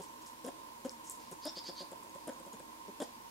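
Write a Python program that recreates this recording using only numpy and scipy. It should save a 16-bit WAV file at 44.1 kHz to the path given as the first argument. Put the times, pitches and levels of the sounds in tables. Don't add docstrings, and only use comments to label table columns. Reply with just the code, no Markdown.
import sys
import numpy as np
from scipy import signal
from scipy.fft import next_fast_len
from scipy.io import wavfile
from scipy.ndimage import uniform_filter1d

SR = 44100
rng = np.random.default_rng(int(sys.argv[2]) if len(sys.argv) > 2 else 0)


def attenuation_scalar(level_db):
    decades = np.asarray(level_db, float) / 20
    return 10 ** decades


def digitize_waveform(pressure):
    field = np.atleast_2d(pressure).T
    bounded = np.clip(field, -1, 1)
    quanta = np.round(bounded * 32767).astype(np.int16)
    wavfile.write(sys.argv[1], SR, quanta)


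N = 145530

# (start [s], length [s], level [dB], pitch [Hz], roughness [0-1])
GRUNTS = [(-.012, 0.02, -51.5, 195.7, 0.33), (.4428, 0.023, -49.5, 241.5, 0.31),
          (.472, 0.013, -50, 279, 0.4), (.4825, 0.0069, -55, 349, 0.36), (.8485, 0.015, -44.5, 268.2, 0.24),
          (1.314, 0.013, -56.5, 184, 0.38), (1.453, 0.023, -45.5, 302, 0.37),
          (2.2705, 0.004, -60, 249, 0.23), (2.278, 0.0036, -54, 308, 0.35),
          (2.289, 0.0076, -50.5, 265, 0.34), (2.533, 0.015, -58.5, 206.3, 0.54),
          (2.881, 0.016, -55.5, 203.6, 0.09), (2.9998, 0.013, -46.5, 301, 0.29),
          (3.0162, 0.0098, -46, 261, 0.44), (3.033, 0.0089, -70, 288, 0.4)]
# (start [s], length [s], level [dB], pitch [Hz], roughness [0-1])
MUTTERS = [
    (1.567, 0.0087, -58, 172, 0.32),
    (1.686, 0.016, -53, 179, 0.33),
    (1.802, 0.029, -54.5, 182.2, 0.33),
    (1.917, 0.014, -56, 176.2, 0.41),
    (2.034, 0.027, -64.5, 180.8, 0.38),
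    (2.150, 0.01, -59.5, 182.4, 0.31),
    (2.399, 0.015, -61.5, 176.2, 0.38),
    (2.462, 0.013, -60.5, 179.4, 0.29),
    (2.596, 0.0079, -62.5, 181, 0.36),
]
# (centre [multiple of pitch], width [Hz], level [dB])
OPEN_THROAT = [(1.05, 310, 7.5), (2.0, 360, 7), (2.9, 300, -3)]
# (centre [multiple of pitch], width [Hz], level [dB])
SHUT_THROAT = [(1.4, 380, 6), (3.0, 190, 8), (4.2, 450, 0)]
# (centre [Hz], width [Hz], level [dB])
NOSE = [(1537, 870, -1), (3307, 1420, -3.5), (5300, 1500, -6.5), (7570, 1500, -1), (9170, 2800, 0),
        (11300, 3000, -10)]
# (time [s], peak level [dB], pitch [Hz], ring to -60 dB [s])
CLICKS = [(0.0362, -31.5, 8600, 0.0032), (0.0867, -44.5, 6120, 0.0099), (0.2623, -35, 5400, 0.0067),
          (0.4429, -34.5, 9050, 0.0055), (0.4489, -30, 5520, 0.0055), (0.4643, -35, 9440, 0.0084),
          (0.848, -39, 6600, 0.0064), (0.8684, -41, 6640, 0.008), (1.1188, -39, 7600, 0.017),
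          (1.3135, -34, 8520, 0.0058), (1.9155, -40, 7500, 0.0096), (2.0338, -38.5, 7400, 0.0059),
          (2.0953, -45.5, 6600, 0.017), (2.1492, -42, 7610, 0.0075), (2.2749, -35, 9030, 0.015),
          (2.3343, -44, 6760, 0.013), (2.3984, -43.5, 8160, 0.0093), (2.4613, -44.5, 7700, 0.012),
          (2.5302, -41.5, 6820, 0.023), (2.596, -42, 7850, 0.011), (2.8805, -46, 5620, 0.0094),
          (3.002, -33, 7100, 0.0055), (3.0218, -40, 7000, 0.0052)]
# (time [s], peak level [dB], pitch [Hz], ring to -60 dB [s])
SNAPS = [
    (1.0980, -17, 8000, .003),
    (.8942, -24, 5200, .004),
    (1.4532, -31, 9600, .01),
    (1.4675, -40, 9400, .008),
    (1.5215, -44, 8000, .006),
    (1.64, -44, 7600, .006),
    (1.801, -48, 8500, .008),
    (3.028, -40, 8800, .008),
    (3.0025, -42, 3450, .014),
    (3.023, -41, 3450, .014),
]
# (start [s], length [s], level [dB], centre [Hz], width [Hz])
RUSTLES = [(.015, .041, -56, 6850, 7140), (.215, .022, -60, 6600, 6000), (.262, 0.031, -55.5, 7600, 8300),
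           (.905, 0.022, -57, 7550, 4000), (1.038, 0.052, -56.5, 7800, 7000),
           (1.062, 0.042, -54.5, 6850, 2930), (1.103, 0.024, -48.5, 7900, 4530),
           (1.113, 0.016, -53, 12100, 3000), (1.13, 0.053, -59.5, 8600, 7000),
           (1.19, .1, -61.5, 5040, 6060), (1.315, 0.021, -53, 8200, 7000), (3.03, 0.017, -52, 6000, 7000),
           (1.458, 0.043, -54, 3650, 900), (2.288, 0.015, -56.5, 1560, 600), (2.288, .012, -67, 2180, 600),
           (3.001, 0.023, -55.5, 3480, 700), (3.001, 0.013, -60, 5100, 900),
           (3.001, 0.027, -63, 7360, 1200)]
# (start [s], length [s], level [dB], start pitch [Hz], end pitch [Hz])
RASPS = [
    (1.412, 0.1, -47, 4230, 5530),
    (1.547, 0.061, -45.5, 4300, 5100),
    (1.633, 0.077, -46.5, 4240, 5050),
    (1.748, 0.084, -48.5, 4300, 4700),
]
# (frequency [Hz], time to -60 dB [s])
ECHO = [(250, 0.078), (1000, 0.35), (5000, 0.32), (12000, 0.09)]
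# (centre [Hz], width [Hz], left level [dB], right level [dB], left lead [rad])
WHIR = [(936.7, 134, -59, -54.5, 1.8), (1035.2, 119, -61.5, -53.5, 2.14), (238.7, 36.6, -70, -68, 0.3),
        (313.3, 42.5, -66, -67.5, 1.06), (539, 59, -91.5, -70, 1.93)]
# (frequency [Hz], level [dB])
HUM = [(50, -78.5), (75, -85.5), (100, -81), (125, -82.5), (150, -88)]
# (frequency [Hz], level [dB per Hz])
HISS = [(30, -20), (190, -2.5), (270, 2.5), (700, -0.5), (1300, -5), (6000, -10.5), (13000, -13.5),
        (16000, -18.5)]
# (frequency [Hz], correlation [-1 to 1])
SAME = [(30, .94), (70, .72), (200, .55), (550, -.25), (1650, -.45), (4970, -.15), (15000, .12)]


def evened(x):
    return x / np.sqrt(np.mean(x ** 2) + 1e-20)


def read(points, hz):
    f, value = np.transpose(points)
    return np.interp(np.log(hz + 1), np.log(f + 1), value)


def add(mix, start_s, sound):
    at = round(start_s * SR)
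    part = mix[max(at, 0):][:len(sound) + min(at, 0)]
    part += sound[max(-at, 0):][:len(part)]


def resonate(x, hz, width_hz, order=3):
    turn = np.exp(2j * np.pi * np.cumsum(hz * np.ones(len(x))) / SR)
    r = np.exp(-np.pi * width_hz / SR)
    z = x / turn
    for _ in range(order):
        z = signal.lfilter([1 - r], [1, -r], z)
    return 2 * (turn * z).real


def pulses(hz):
    turns = 0.8 + np.cumsum(hz) / SR
    return np.diff(np.floor(turns), prepend=0), turns % 1


def grunt(start, length, db, hz, rough, throat=OPEN_THROAT):
    lead_s, rise_s, fall_s = 0.012, 0.00028, 0.0026
    pitch_sag, jitter, uneven_db = 0.044, 0.13, 3
    hoarse, chest_cut_hz, open_per_s, nose_db = 0.7, 172, 15, -8.5
    t = np.arange(-lead_s, length + 0.012, 1 / SR)
    wobble_noise, hoarse_noise, breath_noise, uneven_noise = rng.standard_normal((4, len(t)))
    wobble = evened(uniform_filter1d(wobble_noise, 150))
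    uneven = evened(uniform_filter1d(uneven_noise, 150))

    pitch = (t >= 0) * hz * (1 - pitch_sag * t / length) * (1 + jitter * rough * wobble)
    beats, phase = pulses(pitch)
    shape = np.clip(t / rise_s, 0, 1) * np.exp(-np.maximum(t - length, 0) / fall_s)
    shape = shape * attenuation_scalar(uneven_db * rough * uneven)

    drive = shape * np.array([-(1 - rough) * evened(beats), hoarse * rough * hoarse_noise])
    chest = signal.butter(2, chest_cut_hz, "high", fs=SR, output="sos")
    folds, rasping = signal.sosfiltfilt(chest, drive)

    mouth = 1 + open_per_s * rough * np.maximum(t, 0)
    voice = 0
    for n, (multiple, width_hz, gain_db) in enumerate(throat):
        centre = multiple * hz * mouth ** min(n, 1)
        ring = resonate(folds + (-1) ** n * rasping, centre, width_hz)
        voice = voice + attenuation_scalar(gain_db) * (2 * rough) ** (n // 2) * ring

    puffs = shape * breath_noise * (0.15 + np.exp(-phase / 0.3))
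    breath = sum(attenuation_scalar(g_db) * evened(resonate(puffs, f, w)) for f, w, g_db in NOSE)
    sound = evened(voice) + rough * attenuation_scalar(nose_db) * breath
    return start - lead_s, attenuation_scalar(db) * np.sqrt(len(t) / SR / length) * sound


def mutter(*row):
    return grunt(*row, throat=SHUT_THROAT)


def click(start, db, hz, ring_s):
    overtone, overtone_db, crack_db, peak_db = 1.9, -12.5, 1, -4
    t = np.arange(600) / SR
    decay = attenuation_scalar(-60 * t / ring_s)
    crack = resonate(rng.standard_normal(600), 1.2 * hz, 0.65 * hz) * decay
    rings = np.sin(2 * np.pi * hz * t)
    rings = rings + attenuation_scalar(overtone_db) * np.sin(2 * np.pi * overtone * hz * t)
    tone = rings * decay * np.minimum(t / 0.0005, 1)
    return start, attenuation_scalar(db + peak_db) * (tone + attenuation_scalar(crack_db) * crack)


def rustle(start, length, db, hz, width_hz):
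    ticks_per_s, spread_db, rise_share = 4500, 2.5, 0.13
    t = np.arange(0, 2 * length, 1 / SR)
    chance, side, size = rng.random((3, len(t)))
    ticks = (chance < ticks_per_s / SR) * np.sign(side - 0.5)
    ticks = ticks * attenuation_scalar(-spread_db * np.log(size + 0.0015))
    shape = np.minimum(t / (rise_share * length), 1) * np.exp(-(t / length) ** 2)
    return start, attenuation_scalar(db) * evened(resonate(ticks, hz, width_hz)) * shape


def rasp(start, length, db, from_hz, to_hz):
    pulses_per_s, jitter, roughness, bend = 205, 0.08, 0.58, 0.6
    t = np.arange(0, length, 1 / SR)
    wobble, air = rng.standard_normal((2, len(t)))
    beats, phase = pulses(pulses_per_s * (1 + jitter * evened(uniform_filter1d(wobble, 200))))
    rough = roughness * (0.5 + t / length)
    fluttering = evened(air * (1.2 + np.sin(np.pi * phase + 1.2) ** 2))
    drive = (1 - rough) * 0.45 * evened(beats) + rough * fluttering

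    hz = from_hz + (to_hz - from_hz) * (t / length) ** bend
    beak = resonate(drive, hz, 1150)
    beak += attenuation_scalar(-12) * np.sqrt(t / length) * resonate(air, hz * 0.69, 750)
    beak += attenuation_scalar(-16.5) * resonate(air, hz * 1.225, 1800, order=2)
    beak += attenuation_scalar(-22.5) * resonate(air, 1880, 1900, order=2)
    shape = np.minimum(t / (0.45 * length), 1) ** 0.7 * np.minimum((length - t) / 0.02, 1)
    return start, attenuation_scalar(db) * evened(beak) * shape


def echo(x):
    taps = np.zeros((2, SR // 2))
    at = np.arange(300, SR // 2 - 20, 20)
    at = at + rng.integers(0, 20, (2, len(at)))
    np.put_along_axis(taps, at, rng.choice([-1., 1.], at.shape), 1)
    hz, t, z = signal.stft(taps, SR, nperseg=256)
    tail = signal.istft(z * attenuation_scalar(-60 * t / read(ECHO, hz)[:, None]), SR, nperseg=256)[1]
    return signal.fftconvolve(x[None], tail / np.linalg.norm(tail[0]), axes=1)[:, :N]


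def played(table, source, wet_db, pan_db):
    mix = np.zeros(N)
    for row in table:
        add(mix, *source(*row))
    return mix * attenuation_scalar(np.array([[pan_db], [-pan_db]])) + attenuation_scalar(wet_db) * echo(mix)


def motor():
    out, t = np.zeros((2, N)), np.arange(N) / SR
    like = 0.98
    for hz, width_hz, left_db, right_db, lead in WHIR:
        shared, own = (evened(resonate(v, hz, width_hz)) for v in rng.standard_normal((2, N)))
        turned = (signal.hilbert(shared, next_fast_len(N))[:N] * np.exp(1j * lead)).real
        left = like * turned + np.sqrt(1 - like ** 2) * own
        out += [attenuation_scalar(left_db) * left, attenuation_scalar(right_db) * shared]
    for hz, db in HUM:
        out += attenuation_scalar(db) * np.sqrt(2) * np.sin(2 * np.pi * (hz * t + rng.random()))
    return out


def hiss():
    level_db, patchy_db = -55.5, 0.8
    frames, hz = N // 256 + 5, np.fft.rfftfreq(1024, 1 / SR)
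    a, b, c, d, patches = rng.standard_normal((frames, 513, 5)).T
    patches = evened(uniform_filter1d(uniform_filter1d(patches, 14, 0), 16, 1))
    same = read(SAME, hz)[:, None]
    left = a + 1j * b
    right = same * left + np.sqrt(1 - same ** 2) * (c + 1j * d)
    z = np.array([left, right]) * attenuation_scalar(read(HISS, hz)[:, None] + patchy_db * patches)
    return attenuation_scalar(level_db) * evened(signal.istft(z, nperseg=1024, noverlap=768)[1][:, :N])


def scene():
    lemur = played(GRUNTS, grunt, -9.5, pan_db=1.04) + played(MUTTERS, mutter, -9.5, pan_db=1.0)
    snaps = played(CLICKS, click, -7, pan_db=0.3) + played(SNAPS, click, -11, pan_db=2.2)
    leaves = played(RUSTLES, rustle, -7, pan_db=-0.3)
    bird = played(RASPS, rasp, -8.5, pan_db=-0.5)
    return lemur + snaps + leaves + bird + motor() + hiss()


def low_pass(x):
    return signal.sosfilt(signal.butter(12, 16110, fs=SR, output="sos"), x)


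def record(dry):
    edge = signal.firwin(1023, 15830, window=("kaiser", 9), fs=SR)
    cut = signal.oaconvolve(dry, edge[None], "same")
    return low_pass(cut)


dry = scene()
out = record(dry)
digitize_waveform(out)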